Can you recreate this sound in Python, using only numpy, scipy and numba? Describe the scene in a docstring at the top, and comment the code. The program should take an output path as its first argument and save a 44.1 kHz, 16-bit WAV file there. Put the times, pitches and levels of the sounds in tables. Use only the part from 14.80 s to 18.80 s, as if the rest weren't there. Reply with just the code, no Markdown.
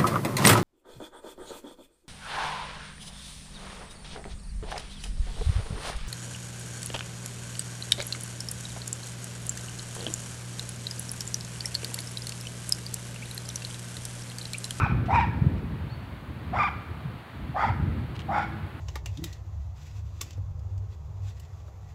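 """Wind buffets the microphone over a distant town as a small dog yaps twice, across a gravel yard.
Each bark rises as a rasp and clears into a falling tone; a long brick wall slaps it back.
Grit crunches faintly close by. A bird chirps once at 1.1 s; the dog yaps again at 1.7 s and 2.8 s.
Around the fifth bark, at 3.5 s, the grit crunches louder and a faint hum swells and fades."""
import sys
import numpy as np
from scipy import signal
from scipy.fft import rfft, irfft, next_fast_len
from scipy.io import wavfile
from scipy.ndimage import map_coordinates
from numba import njit

SR = 44100
rng = np.random.default_rng(int(sys.argv[2]) if len(sys.argv) > 2 else 0)


def inscribe(sig):
    """Save sig as 16-bit PCM at rate SR to the path in sys.argv[1].

    A 1-D sig is mono; a 2-D sig holds one channel per row.
    Samples are clipped to [-1, 1] before scaling.
    """
    pcm = np.round(np.clip(np.atleast_2d(sig).T, -1, 1) * 32767)
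    wavfile.write(sys.argv[1], SR, pcm.astype(np.int16))


N = 176400
LEAD = SR // 10  # samples before time zero
SIZE = N + LEAD
AGE_S = np.arange(SIZE) / SR
TIME_S = AGE_S - LEAD / SR

# traffic wash: freq_hz, density_db
TOWN_SPECTRUM = [(70, 5.5), (200, 3.5), (400, -3), (600, -1), (1000, -0.5), (1500, -3.5), (2200, -7),
                 (3000, -11), (4500, -17.5), (5000, -28), (5600, -36)]
# hum bands: centre_hz, level_db
HUM_BANDS = [(210, -43), (326, -47)]
# wind envelope: time_s, level_db
GUST_LEVELS = [(0, -21), (.07, -33), (.15, -25.5), (.25, -28.5), (.34, -28), (.58, -27.5), (.69, -23.5),
               (.85, -30.5), (1.0, -36.5), (1.45, -40.5), (1.75, -33.5), (2.05, -42.5), (2.28, -35.5),
               (2.47, -47), (2.62, -35), (2.76, -39), (2.9, -29), (3.16, -30), (3.4, -37), (3.6, -35.5),
               (4, -38)]
# wind rumble: freq_hz, density_db
WIND_SPECTRUM = [(26, -41), (36, -22), (50, -7.5), (70, 0.5), (115, -0.5), (170, -7), (250, -12),
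                 (400, -21), (700, -36), (1500, -54)]
# eddies on the microphone: centre_s, peak_db, pitch_hz, half_length_s
EDDIES = [(.038, -10, 108, 0.007), (.125, -20, 140, 0.0049), (.154, -20, 123, .007),
          (.624, -12.5, 140, 0.0051), (.67, -11, 140, 0.005), (1.125, -26.5, 120, 0.013),
          (2.113, -23.5, 92, 0.012), (2.26, -26, 140, .011), (2.698, -22, 119, 0.006),
          (2.901, -16, 104, 0.008), (2.924, -24, 101, 0.013), (3.002, -19, 140, .006),
          (3.079, -18.5, 115, 0.0066), (3.85, -24, 91, 0.012)]
# yard reverberation: centre_hz, relative_db, t60_s
TAIL_BANDS = [(450, -5, .6), (840, 0, 0.69), (1566, 2, 1.12), (2520, -5.5, 0.69), (4500, 5, 0.82),
              (8000, 2.5, 0.61)]
# bird call: time_s, pitch_hz, level_db
CHIRP_CURVE = [(1.087, 3290, -66), (1.102, 4250, -53), (1.118, 4450, -55), (1.145, 4410, -55),
               (1.152, 4450, -78)]
# stones: start_s, level_db, decay_s
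CRUNCHES = [(.258, -46, 0.018), (0.779, -54, 0.014), (3.352, -46, 0.014), (3.364, -39, .002),
            (3.392, -37, 0.0044), (3.403, -40, 0.0032), (3.41, -44, 0.0022), (3.418, -44, 0.0033),
            (3.585, -36, .001)]
# crunch noise: freq_hz, density_db
GRIT_SPECTRUM = [(500, -5), (1500, 5), (3000, 9), (5000, -4.5), (9000, -14.5), (12000, -37)]
# bark toward the wall, against the direct path: freq_hz, gain_db
FORWARD_RESPONSE = [(400, -4), (800, -6), (1200, -5), (1600, 1), (2400, 0.5), (3500, 3.5), (5000, 0.5),
                    (8000, 0.5), (14000, -5)]
# throat resonances, mouth open: centre_hz, width_hz
THROAT_BANDS = [(850, 263), (1330, 314), (2150, 267)]
# throat filter on the overtones: freq_hz, gain_db
THROAT_RESPONSE = [(1200, 1), (1700, -3.5), (2000, 0), (2400, 2.5), (2680, -8), (3000, -9.5), (3500, -17),
                   (4200, -38), (4750, -22.5), (5900, -44.5), (6400, -37), (7200, -38), (8000, -35)]
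# upper muzzle resonances: centre_hz, width_hz, relative_db
MUZZLE_BANDS = [(3420, 440, -26), (4740, 390, -31), (5350, 580, -35), (6960, 970, -40)]
# breath hiss: freq_hz, density_db
BREATH_SPECTRUM = [(250, -4), (500, 3.5), (1500, 3.5), (2600, -12), (3000, -12.5), (4100, -21), (5300, -19),
                   (6200, -27), (9000, -30), (11000, -37.5), (15000, -52)]
# one curve per bark: time_s, pitch_hz, tone_db, rasp_db, roughness_ratio
BARK_CONTOURS = [
    [(-.06, 760, -43, -42, 0.44), (-.02, 1196, -22.5, -38, 0.65), (.008, 1346, -30, -34, .3),
     (.025, 1256, -33, -35, 0.42), (.044, 1155, -48, -33, 0.17), (.056, 893, -34.5, -36, 0.2),
     (.066, 773, -27, -56, 0.2)],
    [(.289, 688, -30.5, -35, 0.24), (.312, 803, -28.5, -24, 0.52), (.335, 923, -27, -31, 0.65),
     (.358, 980, -26.5, -23.5, 0.63), (.384, 920, -17.5, -37.5, 0.09), (.400, 797, -24.5, -42, 0)],
    [(1.733, 682, -34, -31.5, 0.56), (1.751, 794, -28.5, -26, 0.56), (1.776, 1326, -33, -27.5, 0.8),
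     (1.793, 1244, -35, -27, 0.13), (1.801, 1202, -22.5, -35, 0), (1.822, 1172, -25, -35.5, 0.13),
     (1.835, 863, -28.5, -35, 0), (1.842, 773, -24.5, -31, 0)],
    [(2.751, 735.7, -32.5, -41, .25), (2.765, 819.4, -31, -28, 0.54), (2.803, 900, -40.5, -27, 1),
     (2.838, 924, -27.5, -29, 0.75), (2.854, 799, -22.5, -37, 0), (2.863, 690, -33.5, -38, 0.17)],
    [(3.493, 775, -29, -38.5, .1), (3.520, 835.3, -32.5, -29, 0.38), (3.555, 911.5, -32, -31.5, 0.8),
     (3.564, 871.7, -24.5, -29, 0.54), (3.586, 870, -29, -28, .35), (3.603, 760, -27, -36.5, 0.13)],
]
# per bark: second_partial_db, higher_partials_db, formant_ratio, throat1_db, throat2_db, throat3_db,
# echo_delay_s, echo_db
BARK_TIMBRES = [ (-11.5, -9.5, 1.132, 0.5, 3.5, -1, .05, -8.5),
                (-13.5, -16, 1.103, 3, -8.5, -1.5, 0.051, -4),
                (-11.5, -13.5, 1.017, -1, -1.5, -5.5, .046, 1),
                (-16, -23, 0.965, -3.5, 0.5, -5.5, 0.05, -2), (-16, -24, 1.015, 3.5, -0.5, -7.5, .047, -2)]


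def amp(db):
    """Decibels to gain."""
    return 10 ** (np.asarray(db) / 20)


def unit_rms(x):
    """Scale to rms 1."""
    return x / np.sqrt(np.mean(x ** 2))


def shaped_noise(spectrum):
    """Noise through (freq_hz, density_db) points, rolled off past both ends; rms 1."""
    hz, db = np.array(spectrum, float).T
    size = next_fast_len(SIZE, True)
    log_hz = np.log(np.maximum(np.arange(size // 2 + 1) * SR / size, 1))
    outside = np.maximum(np.log(hz[0]) - log_hz, 0) + np.maximum(log_hz - np.log(hz[-1]), 0)
    gain = amp(np.interp(log_hz, np.log(hz), db) - 80 * outside)
    return unit_rms(irfft(rfft(rng.standard_normal(size)) * gain, size)[:SIZE])


def wander(rate_hz):
    """Smooth random curve, rms 1."""
    knots = rng.standard_normal(N // 8)
    return unit_rms(map_coordinates(knots, [TIME_S * rate_hz], order=2, mode="wrap"))


@njit
def bandpass(x, centre_hz, width_hz):
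    """State-variable band-pass with a moving centre."""
    y, band, low = np.empty(len(x)), 0., 0.
    for i in range(len(x)):
        g, damping = np.tan(np.pi * centre_hz[i] / SR), width_hz / centre_hz[i]
        v = (band + g * (x[i] - low)) / (1 + g * (g + damping))
        band, low = 2 * v - band, low + 2 * g * v
        y[i] = damping * v
    return y


def band_noise(centre_hz, width_hz):
    """Noise band-passed twice, rms 1."""
    centre_hz, width_hz = centre_hz * np.ones(SIZE), float(width_hz)
    once = bandpass(rng.standard_normal(SIZE), centre_hz, width_hz)
    return unit_rms(bandpass(once, centre_hz, width_hz))


def town(wash_db=-46.5, hum_peak_s=3.635, hum_half_length_s=0.22, hiss_db=-68):
    """Distant traffic wash, a passing hum and an even hiss."""
    wash = amp(wash_db + .5 * wander(5.31)) * shaped_noise(TOWN_SPECTRUM)
    swell = np.exp(-((TIME_S - hum_peak_s) / hum_half_length_s) ** 2)
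    hum = swell * sum(amp(db) * band_noise(hz, width_hz=13.7) for hz, db in HUM_BANDS)
    hiss = amp(hiss_db) * shaped_noise([(2000, -3), (7000, 0.5), (10000, 2.0), (16000, 0.5)])
    return wash + hum + hiss


def wind(flutter_db=1.9, flutter_hz=28.04):
    """Gusts rumble and flutter; single eddies thump the microphone."""
    gust_db = np.interp(TIME_S, *np.array(GUST_LEVELS).T)
    out = shaped_noise(WIND_SPECTRUM) * amp(gust_db + flutter_db * wander(flutter_hz))
    for centre_s, db, hz, half_length_s in EDDIES:
        offset_s = TIME_S - centre_s
        envelope = amp(db) * np.exp(-(offset_s / half_length_s) ** 2)
        out += envelope * np.sin(2 * np.pi * (hz * offset_s + rng.random()))
    return out


def yard(x, early_db=-8, early_s=0.14, early_decay_s=.2, tail_db=-14.5, tail_delay_s=0.029):
    """Scattered reflections from fence and bank, then a tail from the houses."""
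    tail = sum(amp(db) * band_noise(hz, hz * 0.83) * amp(-60 * AGE_S / t60_s)
               for hz, db, t60_s in TAIL_BANDS)
    tail *= np.clip(AGE_S / tail_delay_s - 1, 0, 1)
    early = rng.standard_normal(SIZE) * (rng.random(SIZE) < .015)
    early *= np.exp(-AGE_S / early_decay_s) * (AGE_S < early_s)
    response = amp(tail_db) * tail / np.linalg.norm(tail) + amp(early_db) * early / np.linalg.norm(early)
    return signal.fftconvolve(x, response)[:SIZE]


def bird():
    """One thin chirp slides up and holds, ringing in the yard."""
    times_s, hz, db = np.array(CHIRP_CURVE).T
    pitch_hz = np.interp(TIME_S, times_s, hz) * (1 + 0.0027 * wander(300))
    envelope = amp(np.interp(TIME_S, times_s, db)) * (TIME_S > times_s[0]) * (TIME_S < times_s[-1])
    chirp = envelope * np.sin(2 * np.pi * np.cumsum(pitch_hz) / SR)
    return chirp + yard(chirp)


def grit():
    """Small stones crunch close by: decaying noise bursts."""
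    envelope = sum(amp(db) * (TIME_S >= start_s) * np.exp(-np.abs(TIME_S - start_s) / decay_s)
                   for start_s, db, decay_s in CRUNCHES)
    return envelope * shaped_noise(GRIT_SPECTRUM)


def toward_wall(x):
    """The dog faces the wall, so its echoes are brighter than the direct bark."""
    size = next_fast_len(SIZE, True)
    hz, db = np.array(FORWARD_RESPONSE).T
    bins_hz = np.maximum(np.arange(size // 2 + 1) * SR / size, 1)
    gain = amp(np.interp(np.log(bins_hz), np.log(hz), db))
    return irfft(rfft(x, size) * gain, size)[:SIZE]


def bark(contour, second_db, higher_db, formant_ratio, throat_db):
    """A tone that shakes then clears, a rattling rasp and breath, through the opening throat."""
    attack_s, release_s, opening_s = 0.0091, 0.0055, 0.054
    jitter, shimmer, rattle_depth = 0.1028, 0.98, 0.3
    closed_ratio, closed_db, breath_db, rasp_top_hz = 0.79, -13.5, -11, 2640
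    times_s, *columns = np.array(contour).T
    pitch_hz, tone_db, rasp_db, roughness = (np.interp(TIME_S, times_s, c) for c in columns)
    since_s, left_s = TIME_S - times_s[0], times_s[-1] - TIME_S
    gate = np.clip(since_s / attack_s + 1, 0, 1) * np.clip(left_s / release_s + 1, 0, 1)
    # mouth opens: resonances rise, upper ones come in
    closed = np.clip(1 - since_s / opening_s, 0, 1)
    shift = formant_ratio * (1 + (closed_ratio - 1) * closed)
    upper_gain = amp(closed_db * closed)

    phase = 2 * np.pi * np.cumsum(pitch_hz * (1 + jitter * roughness * wander(rate_hz=329.6))) / SR
    overtones = 0
    for k in range(2, 7):
        response_db = np.interp(k * pitch_hz, *np.array(THROAT_RESPONSE).T)
        overtones += amp((second_db if k == 2 else higher_db) + response_db) * np.sin(k * phase)
    rattle = np.tanh(wander(rate_hz=280))
    tone = (np.sin(phase) + upper_gain * overtones) * np.sqrt(2) * (1 + shimmer * rattle * roughness)

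    rasp = sum(amp(db) * band_noise(hz * shift, width_hz) * upper_gain ** (k / 2)
               for k, ((hz, width_hz), db) in enumerate(zip(THROAT_BANDS, throat_db)))
    rasp *= unit_rms(1 + rattle_depth * rattle)
    rasp = signal.sosfilt(signal.butter(8, rasp_top_hz, fs=SR, output="sos"), rasp)
    breath = amp(breath_db) * shaped_noise(BREATH_SPECTRUM)
    breath += sum(amp(db) * band_noise(hz * formant_ratio, width_hz) for hz, width_hz, db in MUZZLE_BANDS)
    return gate * (amp(tone_db) * tone + amp(rasp_db) * (0.65 * rasp + upper_gain * breath))


def dog():
    """Five barks, each with its wall slap, in the yard."""
    direct, slaps = 0, 0
    for contour, timbre in zip(BARK_CONTOURS, BARK_TIMBRES):
        second_db, higher_db, formant_ratio, *throat_db, delay_s, echo_db = timbre
        voice = bark(contour, second_db, higher_db, formant_ratio, throat_db)
        direct += voice
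        slaps += amp(echo_db) * np.interp(TIME_S - delay_s, TIME_S, voice, left=0)
    return direct + toward_wall(slaps) + yard(toward_wall(direct))


def scene():
    """Mono mix, from time zero."""
    return (dog() + wind() + town() + bird() + grit())[None, LEAD:]


def record(dry, top_hz=15700):
    """The recorder cuts the top."""
    return signal.sosfilt(signal.ellip(10, .1, 80, top_hz, fs=SR, output="sos"), dry)


dry = scene()
out = record(dry)
inscribe(out)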